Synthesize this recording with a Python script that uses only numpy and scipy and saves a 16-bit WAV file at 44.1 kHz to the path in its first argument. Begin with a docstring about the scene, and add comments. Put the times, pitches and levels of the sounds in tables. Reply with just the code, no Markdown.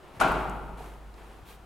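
"""Door slam in an underground garage

Something heavy, most likely a door, slams shut in a concrete garage, heard in stereo. Its latch
rattles, the panel thuds, the walls throw back a few echoes and a long tail, and a low room mode booms on.
Near the microphone a rider's jacket and gloves rustle, tick and knock over the ventilation's rumble."""
import sys
import numpy as np
from scipy import signal
from scipy.fft import rfft, irfft
from scipy.io import wavfile

SR = 44100
rng = np.random.default_rng(int(sys.argv[2]) if len(sys.argv) > 2 else 0)


def wrap_up_sound(samples):
    """Save the sound to the file named by the first command line argument, as 16-bit audio."""
    columns = np.atleast_2d(samples).T
    # keep every value between -1 and 1, then stretch to whole-number steps
    tamed = np.clip(columns, -1, 1)
    steps = np.round(tamed * 32767).astype(np.int16)
    wavfile.write(sys.argv[1], SR, steps)


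N = 72765


def from_db(db):
    """Decibels to gain."""
    return 10 ** (np.asarray(db) / 20)


def seconds():
    """The time of every sample."""
    return np.arange(N) / SR


def at_hz(points, hz):
    """Read a table on a log-frequency axis."""
    f, value = np.transpose(points)
    return np.interp(np.log(np.maximum(hz, 1)), np.log(f), value)


def pan(db):
    """Left and right gains for a left-minus-right level."""
    return from_db(np.array([[.5], [-.5]]) * db)


def delay(x, s):
    """The same sound, s seconds later."""
    return np.interp(seconds() - s, seconds(), x, left=0)


def noise(colour):
    """Coloured stereo noise of rms 1, much alike in both channels and centred in the highest treble."""
    # left-right likeness: f/Hz, correlation/0-1
    likeness = [(60, 0.69), (250, 0.85), (600, 0.9), (1200, 0.7), (2500, 0.77), (4500, 0.64), (7500, 0.91),
                (15000, 1)]
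    hz = np.fft.rfftfreq(N, 1 / SR)
    mid, side = rfft(rng.standard_normal((2, N)))
    alike = np.clip(at_hz(likeness, hz), 0, 1)
    spectrum = np.sqrt(1 + alike) * mid + np.sqrt(1 - alike) * side * [[1], [-1]]
    x = irfft(from_db(at_hz(colour, hz)) * spectrum, N)
    return x / x.std()


def dying(start, t60, rise=1 / SR):
    """An envelope that rises in a line and dies exponentially."""
    age = np.maximum(seconds() - start, 0)
    return np.minimum(age / rise, 1) * np.exp(-np.log(1000) * age / t60)


def struck(start, modes, rise=1 / SR):
    """Decaying sines set off together, with alternating signs."""
    age = seconds() - start
    return sum((-1) ** k * from_db(db) * dying(start, t60, rise) * np.sin(2 * np.pi * hz * age)
               for k, (hz, db, t60) in enumerate(modes))


def stroke(start, attack, hold, release, db):
    """The gain of one sliding movement: it speeds up, holds and slows."""
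    return from_db(db) * np.interp(seconds(), start + np.cumsum([0, attack, hold, release]), [0, 1, 1, 0])


def ventilation():
    """Room tone: the steady rumble of the garage's ventilation, slightly left."""
    # moving air: f/Hz, level/dB
    colour = [(20, 0), (50, 1), (75, -4), (150, -4.5), (280, -9), (400, -4), (540, -11.5), (780, -6),
              (1400, -12.5), (2000, -18.5), (3000, -22), (5500, -31), (10000, -33), (16000, -39.5)]
    return from_db(-52.5) * noise(colour) * pan(db=1.4)


def handling():
    """Low handling rumble on the microphone as the arm moves."""
    # course of the rumble: t/s, level/dB
    course = [(0, -54), (.12, -61), (1.05, -62), (1.22, -55), (1.44, -58), (1.65, -68)]
    # its spectrum: f/Hz, level/dB
    colour = [(20, 36.5), (60, 29), (110, 14.5), (200, 11), (400, -18), (900, -23), (2000, -85),
              (8000, -34)]
    return noise(colour) * from_db(np.interp(seconds(), *np.transpose(course)))


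def body_bumps():
    """The rider's moving body makes dull, low bumps."""
    # bumps: t/s, level/dB
    bumps = [(.168, -48), (.915, -54), (1.225, -52), (1.425, -48)]
    # their resonances: f/Hz, level/dB, t60/s
    modes = [(71, 1, .14), (109, 9.5, 0.067), (192, -2, 0.047)]
    return sum(from_db(db) * struck(s, modes, rise=0.0054) for s, db in bumps)


def sleeves():
    """Close up, cloth slides in grainy strokes; the raised glove swishes with a faint leathery squeak."""
    # sleeve strokes: t/s, attack/s, hold/s, release/s, level/dB, treble/dB
    strokes = [(0, .04, .12, .04, -56.5, -10), (.13, .04, .015, .03, -59, 2),
               (.77, .006, .08, .16, -52, 1.8), (1.125, .06, .15, .11, -56.5, -2)]
    # glove stroke: t/s, attack/s, hold/s, release/s, level/dB
    swish = (1.44, .05, .035, .055, -52.5)
    # spectra of the cloth's body, its hiss and the glove: f/Hz, level/dB
    body_colour = [(100, -2), (400, 8.5), (550, 7.5), (930, 5.5), (1400, -1), (1900, -4.5), (2400, -6),
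                   (3300, -9), (5000, -19), (16000, -55)]
    hiss_colour = [(2000, 6), (5000, -6), (9000, -3.5), (12500, -5.5), (16000, -15)]
    glove_colour = [(200, -8), (700, -5), (930, 4), (1150, -2), (2000, -9), (2350, -2), (2700, -7),
                    (3400, -6), (5500, -15), (12500, -13), (16000, -18)]
    grains_per_s, grain_db, hiss_db = 630, 1.2, -8
    body, hiss = noise(body_colour), noise(hiss_colour)
    grain_times = np.arange(0, N / SR, 1 / grains_per_s)
    roughness = np.interp(seconds(), grain_times, rng.standard_normal(N)[:len(grain_times)])
    cloth = sum(stroke(*move) * (body + from_db(hiss_db + treble_db) * hiss)
                for *move, treble_db in strokes)
    glove = stroke(*swish) * noise(glove_colour)
    return from_db(grain_db * roughness) * (from_db(2.5) * cloth + glove)


def buckles():
    """Buckles tick close by: tiny bursts of noise, each peaking at its own ring."""
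    # ticks: t/s, level/dB, ring f/Hz
    ticks = [(0.2828, -48, 11500), (0.3183, -42.5, 10500), (0.4960, -47, 7800), (1.1415, -60, 4500)]
    width, skirt_db = 2 ** 1.2, -21  # the skirts lie 1.2 octaves either side
    out = 0
    for s, db, hz in ticks:
        ring = noise([(hz / width, skirt_db), (hz, 0), (hz * width, skirt_db)])
        out = out + from_db(db) * dying(s, t60=0.023) * ring
    return out


def handlebar():
    """A glove knocks softly on the handlebar, which rings briefly."""
    # knocks: t/s, level/dB
    knocks = [(0.8059, -31), (0.822, -39), (1.388, -43.5)]
    # handlebar modes: f/Hz, level/dB, t60/s
    modes = [(332, -10.5, 0.077), (454, -5.5, 0.053), (735, -1, 0.032), (910, -6, 0.018)]
    return sum(from_db(db) * struck(s, modes) for s, db in knocks)


def room_boom():
    """Two deep room modes swell and beat, reaching the right channel a little late."""
    # room modes: f/Hz, level/dB, t60/s
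    modes = [(52.0, -32, 4.23), (48, -50, 1.9)]
    boom = struck(.195, modes, rise=.125)
    return np.array([boom, delay(boom, .0007)]) * pan(db=0.8)


def garage_tail():
    """Dense reflections off the concrete die band by band, lows last; a few pitches stand out."""
    # diffuse tail: f/Hz, level/dB
    colour = [(30, -5), (80, -13), (160, -6), (280, -7), (420, -4), (530, -8), (650, -5.5), (730, -3.5),
              (850, -0.5), (1030, -4), (1200, -3), (1410, 2), (1550, -5), (1750, -14), (2100, -14),
              (2500, -14), (3300, -20.5), (5000, -29), (10000, -38.5), (16000, -50)]
    # its stereo balance: f/Hz, left minus right/dB
    balance = [(130, -1), (500, 0.5), (4000, 1.5), (10000, 1)]
    # its decay by band: f/Hz, t60/s
    decays = [(60, 2.6), (150, 2.05), (400, 1.42), (900, 1.38), (1500, 1.01), (3000, 1.01), (6000, 0.74),
              (14000, 1.47)]
    # lingering pitches: f/Hz, level/dB, t60/s
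    modes = [(144, -8, 1.7), (171, -7, 1.5), (277, -6, 1.2), (372, -1, 1.1), (443, -5, 1.1), (627, 2, 1.0),
             (655, -2, 1.0), (761, -1, 1.0), (806, -2, 1.0), (836, -1, 1.0), (931, 1, 1.0), (1103, -2, 1.0),
             (1383, -1, .95), (2509, -12, .8)]
    start_s = .2075
    hz = np.fft.rfftfreq(N, 1 / SR)
    wash = rfft(noise(colour)) * pan(at_hz(balance, hz))
    centres = [f for f, _ in decays]
    tail = 0
    for share, (_, t60) in zip(np.eye(len(centres)), decays):
        band = irfft(wash * at_hz(list(zip(centres, share)), hz), N)  # overlapping triangular bands
        tail = tail + band * dying(start_s, t60, rise=0.0066)
    lingering = struck(start_s, modes, rise=0.046) * pan(db=2.5)
    return from_db(-21.5) * tail + from_db(-32.5) * lingering


def latch():
    """Short metallic rasps as the bolt rides over the catch."""
    # catches: t/s, level/dB, low-pass f/Hz, t60/s, left minus right/dB
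    catches = [(0.196, -39, 4500, 0.097, 9), (0.2005, -26.5, 9300, 0.14, 2), (0.2116, -28, 14900, 0.047, 2)]
    # spectrum of the rasp: f/Hz, level/dB
    colour = [(90, 1), (250, 12), (700, 11.5), (1300, 9.5), (2600, 1.5), (5000, -5), (9000, -3),
              (11500, -1), (16000, -17)]
    out = 0
    for s, db, top_hz, t60, side_db in catches:
        low_pass = signal.butter(4, top_hz, fs=SR, output="sos")
        rasp = signal.sosfilt(low_pass, noise(colour) * dying(s, t60))
        out = out + from_db(db) * pan(side_db) * rasp
    return out


def door_panel():
    """Left of the microphone the panel hits its frame and rings; the nearest walls repeat the thud."""
    # contacts with the frame: t/s, level/dB
    blows = [(0.2035, -44), (0.2095, -22), (0.2142, -15.5)]
    # panel modes: f/Hz, level/dB, t60/s
    modes = [(178, -18.5, 0.04), (376, -39, 0.023), (653, -4, 0.044), (770.5, -2, 0.14), (944, -4.5, 0.047),
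             (1133, 1.5, 0.046), (1453, -6, 0.077), (2420, -12.5, 0.064)]
    # wall echoes: delay/s, level/dB, left minus right/dB
    echoes = [(.0298, -7, 2), (.047, -10, 2), (.102, -13, 2)]
    thud = sum(from_db(db) * struck(s, modes) for s, db in blows)
    direct = np.array([thud, delay(thud, .0001)]) * pan(db=6)
    return direct + sum(from_db(db) * pan(side_db) * delay(thud, s) for s, db, side_db in echoes)


def scene():
    """At the microphone: the slam filling the garage, the rider close by and the room tone."""
    slam = latch() + door_panel() + garage_tail() + room_boom()
    rider = buckles() + handlebar() + body_bumps() + handling() + sleeves()
    return slam + rider + ventilation()


def record(dry):
    """The recorder cuts the deepest bass and the top."""
    low_cut = signal.butter(2, 18, "high", fs=SR, output="sos")
    top_cut = signal.ellip(10, .2, 80, 15850, fs=SR, output="sos")
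    return signal.sosfilt(top_cut, signal.sosfilt(low_cut, dry))


dry = scene()
out = record(dry)
wrap_up_sound(out)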